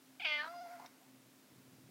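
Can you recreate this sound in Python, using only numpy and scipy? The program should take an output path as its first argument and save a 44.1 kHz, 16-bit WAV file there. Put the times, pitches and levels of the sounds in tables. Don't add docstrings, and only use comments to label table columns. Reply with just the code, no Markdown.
import sys
import numpy as np
from scipy import signal
from scipy.fft import rfft, irfft
from scipy.io import wavfile

SR = 44100
rng = np.random.default_rng(int(sys.argv[2]) if len(sys.argv) > 2 else 0)


def transcribe(signal):
    frames = np.atleast_2d(signal).T
    limited = np.clip(frames, -1, 1)
    pcm = np.round(limited * 32767).astype(np.int16)
    wavfile.write(sys.argv[1], SR, pcm)


N = 83790
T = np.arange(N) / SR


def from_db(db):
    return 10 ** (np.asarray(db) / 20)


def rms_one(x):
    return x / np.sqrt(np.mean(np.abs(x) ** 2) + 1e-20)


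def in_time(rows):
    times, *columns = np.transpose(rows)
    return [np.interp(T, np.sort(times), column) for column in columns]


def drift(hz):
    pole = np.exp(-2 * np.pi * hz / SR)
    white = rng.standard_normal(2 * N)
    wander = signal.lfilter([1], [1, -2 * pole, pole * pole], white)
    return rms_one(wander[N:])


def noise(spectrum):
    hz, db = np.transpose(spectrum)
    log_hz = np.log(np.fft.rfftfreq(N, 1 / SR) + 1)
    gain = from_db(np.interp(log_hz, np.log(hz), db))
    return rms_one(irfft(rfft(rng.standard_normal(N)) * gain, N))


def partial(phase, rough):
    fray_rate_hz = 113
    fray = drift(fray_rate_hz) + 1j * drift(fray_rate_hz)
    return np.exp(1j * phase) * (1 + rough * fray) / np.sqrt(1 + 2 * rough ** 2)


def background(waver_hz=7):
    hum_hz, hum_db, hum_waver = 261.5, -69.5, 0.25
    floor_db = -65
    # f/Hz, relative spectral density/dB
    floor_spectrum = [(25, 0), (45, -10), (65, -9), (95, -14), (125, -5), (190, -6.5), (290, 1),
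                      (400, -7.5), (700, -10), (1100, -12), (1800, -13.5), (4000, -16), (8000, -18.5),
                      (15500, -20)]
    waver = 1 + hum_waver * (drift(waver_hz) + 1j * drift(waver_hz))
    hum = (np.exp(2j * np.pi * hum_hz * T) * waver).real
    return from_db(hum_db) * rms_one(hum) + from_db(floor_db) * noise(floor_spectrum)


def purr(uneven_db=5.0):
    start_s, period_s = 1.467, 0.053
    rumble_db = -68.5
    # t/s, gain/dB
    swell = [(.9, -18), (1.15, -0.5), (1.4, -7), (1.47, -5.5), (1.55, 4), (1.63, 1), (1.71, 2.5), (1.76, 2),
             (1.83, 2), (1.9, 2)]
    # f/Hz, mean level before the swell/dB, decay time to -60 dB/s
    chest_modes = [(128, -66, 0.16), (202, -63.5, 0.02), (320, -61, 0.0166), (470, -68, 0.016)]
    # f/Hz, relative level/dB
    rumble_spectrum = [(50, -35), (100, -19), (124, 6.5), (145, -3), (200, -4), (330, -7.5), (550, -19),
                       (1200, -44), (3000, -41)]
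    swell_db, = in_time(swell)
    beats = np.zeros(N)
    for beat_s in np.arange(start_s, T[-1], period_s):
        age = np.maximum(T - beat_s, 0)
        for hz, level_db, t60 in chest_modes:
            decay_db = 60 * np.minimum(age / t60, 2)
            strike_db = level_db + uneven_db * rng.standard_normal()
            beats += from_db(strike_db - decay_db) * np.sin(2 * np.pi * hz * age)
    return from_db(swell_db) * (beats + from_db(rumble_db) * noise(rumble_spectrum))


def squeak():
    centre_s, length_s, level_db = 1.04, 0.051, -68
    centre_hz, rise_hz_per_s = 792, 4400
    age = T - centre_s
    phase = 2 * np.pi * (centre_hz + rise_hz_per_s * age / 2) * age
    envelope = np.exp(-(age / length_s) ** 2)
    return from_db(level_db) * envelope * partial(phase, rough=.5).real


def mouth_noises():
    smack_s, smack_decay_s, smack_db = .8605, 0.0047, -48.5
    # t/s, level/dB
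    air_levels = [(.42, -90), (.46, -63), (.53, -65), (.61, -76), (.68, -63), (.72, -61.5), (.78, -63.5),
                  (.85, -62.5), (.9, -71), (1.0, -78.5), (1.12, -90)]
    # f/Hz, relative level/dB
    air_spectrum = [(100, -38), (500, -18.5), (900, 0), (1200, -8), (1450, -1.5), (1750, -9), (2100, -3),
                    (2900, -19.5), (5000, -16.5), (8000, -22)]
    # centre t/s, half-width to 1/e^2/s, peak level/dB
    gurgle_bursts = [(0.662, 0.0086, -56), (0.801, .008, -52.5), (0.818, 0.016, -58), (0.845, 0.016, -55)]
    # f/Hz, relative level/dB
    gurgle_spectrum = [(100, -24), (330, -6.5), (550, -17), (850, 0.5), (1000, -0.5), (1250, -27),
                       (2400, -37), (5000, -25), (9000, -42)]
    # f/Hz, relative level/dB
    smack_spectrum = [(100, -30), (300, -7), (1400, -12), (2450, 7), (3000, -33), (3700, 3.5), (4300, -14),
                      (5200, 4), (7000, -17), (12000, -30)]
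    air_db, = in_time(air_levels)
    air = from_db(air_db) * noise(air_spectrum)
    bursts = sum(from_db(db) * np.exp(-2 * ((T - s) / length) ** 2) for s, length, db in gurgle_bursts)
    gurgles = bursts * noise(gurgle_spectrum)
    smack_decay = (T > smack_s) * np.exp(-np.abs(T - smack_s) / smack_decay_s)
    smack = from_db(smack_db) * smack_decay * noise(smack_spectrum)
    return air + gurgles + smack


def coo(phase, fray_per_harmonic=0.93):
    second_boost_db, boost_fade_s, boost_start_s = 11.5, 0.029, 0.505
    treble_fade_start_s, treble_fade_db_per_s = 0.64, 88
    # t/s, level/dB, roughness of the first harmonic (0-1)
    course = [(.46, -68, 0.1), (.49, -50, 0), (.535, -50, 0.13), (.616, -48.5, 0), (.636, -52.5, 0.15),
              (.668, -49.5, .08), (.684, -55, 0.1), (.71, -52, 0.17), (.752, -52.5, 0.13), (.768, -56, .15),
              (.79, -58, 0.2), (.803, -67, .6), (.826, -50.5, 0.4), (.84, -71, 0.82), (.853, -54, 0.8),
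              (.868, -88, 0.56)]
    harmonics_db = [0.5, -13, -20.5, -27.5, -28, -26, -18.5, -27, -28]
    # t/s, relative level/dB
    half_line = [(.5, -27), (.54, -9.5), (.59, -25), (.7, -28), (.79, -21), (.85, -5)]
    db, rough = in_time(course)
    half_db, = in_time(half_line)
    waning = from_db(-treble_fade_db_per_s * np.maximum(T - treble_fade_start_s, 0))
    sizes = [from_db(level) * (waning if k > 2 else 1) for k, level in enumerate(harmonics_db)]
    boost = np.exp(-np.maximum(T - boost_start_s, 0) / boost_fade_s)
    sizes[1] = sizes[1] * from_db(second_boost_db * boost)
    out = 0
    for k, size in enumerate(sizes):
        out = out + size * partial((k + 1) * phase, rough * (1 + fray_per_harmonic * k)).real
    out = out + from_db(half_db) * partial(phase + phase / 2, rough=0.81).real
    power = sum(size ** 2 for size in sizes) / 2
    return from_db(db) * out / np.sqrt(power)


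def flutter(uneven=0.24):
    centre_s, length_s, mean_hz, depth = 0.45, 0.032, 78.3, 0.33
    beat_hz = mean_hz * (1 + uneven * drift(mean_hz))
    beat = np.cos(2 * np.pi * np.cumsum(beat_hz) / SR)
    return 1 + depth * np.exp(-((T - centre_s) / length_s) ** 4) * beat


def cry(pitch, phase, low_cut_hz=480, fray_hz=3000):
    # t/s, level/dB, relative strength of the half-pitch lines (0-1),
    # roughness at low frequency (0-1)
    course = [(.195, -80, .1, .3), (.199, -44, 0.1, 0.1), (.214, -47.5, 0.2, .12), (.223, -42.5, 0.2, 0.17),
              (.244, -46, 0.3, 0.3), (.248, -35.5, 0.54, 0.14), (.255, -32, 1, 0.12), (.26, -34, 0.97, 0.2),
              (.28, -36, 0.93, 0.13), (.345, -35.5, 0.9, 0.09), (.385, -40, 0.92, 0.09),
              (.405, -37.5, 1, 0.1), (.425, -43.5, 1, 0.16), (.435, -41.5, 0.99, 0.4),
              (.483, -49.5, 0.99, 0.42), (.492, -64, 0.4, 0.54), (.53, -87, 0.3, .3)]
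    # t/s, opening (0 shut, 1 wide)
    mouth_opening = [(.2, 1.01), (.255, 0.98), (.28, 0.907), (.335, 0.775), (.37, .74), (.4, 0.47),
                     (.42, 0.4), (.44, 0.2), (.46, .1), (.49, 0.1)]
    # f shut/Hz, f wide/Hz, width/Hz, level shut/dB, level wide/dB
    throat_modes = [(676, 695, 470, -12.5, -9.5), (940, 1580, 444, -1, -12.5), (1300, 2376, 244, 6.5, 6.5),
                    (1880, 2694, 310, -17, 0), (3080, 3210, 620, -16, -1.5), (3930, 4690, 500, -13, -15.5),
                    (4600, 5300, 930, -24.5, -32.5)]
    # f/Hz, width/Hz, depth (0-1)
    hollows = [(1840, 140, .75), (3920, 190, 0.3), (5400, 190, 0.7)]
    db, half, rough = in_time(course)
    mouth, = in_time(mouth_opening)
    throat = []
    for shut, wide, width, db_shut, db_wide in throat_modes:
        centre = shut + (wide - shut) * mouth
        gain = from_db(db_shut + (db_wide - db_shut) * mouth)
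        throat.append((centre, width, gain))
    hollow = np.clip(4 * (mouth - .5), 0, 1)
    out, power = 0, 0
    for k in range(1, 22):
        hz = k * pitch / 2
        rings = [(gain, 1 / (1 + 2j * (hz - centre) / width)) for centre, width, gain in throat]
        size = sum(gain * np.abs(ring) ** 2 for gain, ring in rings)
        size = size / (1 + (low_cut_hz / hz) ** 6) * (half if k % 2 else 1)
        for centre, width, depth in hollows:
            size = size * (1 - hollow * min(depth, 1) / (1 + (2 * (hz - centre) / width) ** 2))
        lag = np.angle(sum((-1) ** i * gain * ring for i, (gain, ring) in enumerate(rings)))
        line = partial(k * phase / 2 + lag, rough * (1 + (hz / fray_hz) ** 2))
        out = out + size * line.real
        power = power + size ** 2 / 2
    return from_db(db) * out / np.sqrt(power)


def meow():
    jitter, jitter_hz = 0.0035, 65.5
    start_s, end_s, ramp_s = .194, .875, 0.0033
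    # t/s, f/Hz
    pitch_course = [(.197, 811), (.206, 727), (.215, 663), (.222, 831), (.229, 886), (.238, 763),
                    (.247, 749), (.256, 655.8), (.272, 615.4), (.332, 596.5), (.385, 590.6), (.41, 600.7),
                    (.44, 625), (.49, 669.2), (.534, 701.5), (.588, 702.5), (.6, 676), (.616, 735.6),
                    (.636, 697), (.668, 697), (.684, 661.6), (.71, 705.3), (.752, 705.3), (.768, 663.5),
                    (.786, 699), (.86, 721)]
    pitch, = in_time(pitch_course)
    pitch = pitch * (1 + jitter * drift(jitter_hz))
    phase = 2 * np.pi * np.cumsum(pitch) / SR
    sounding = np.clip(np.minimum(T - start_s, end_s - T) / ramp_s, 0, 1)
    return sounding * (flutter() * cry(pitch, phase) + coo(phase))


def room(x):
    t60_s, level_db, delay_s = 0.14, -12.5, 0.0034
    decay = np.exp(-np.log(1000) * T / t60_s) * (T > delay_s)
    tail = rng.standard_normal(N) * decay
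    return from_db(level_db) * signal.fftconvolve(x, tail / np.linalg.norm(tail))[:N]


def scene():
    voice = meow() + mouth_noises() + squeak()
    return (voice + room(voice) + purr() + background())[None]


def record(dry):
    low_cut_hz, top_cut_hz = 96, 15800
    bass_cut = signal.butter(4, low_cut_hz, "high", fs=SR, output="sos")
    top_cut = signal.ellip(10, .1, 70, top_cut_hz, fs=SR, output="sos")
    thin = signal.sosfilt(bass_cut, dry)
    return signal.sosfilt(top_cut, thin)


dry = scene()
out = record(dry)
transcribe(out)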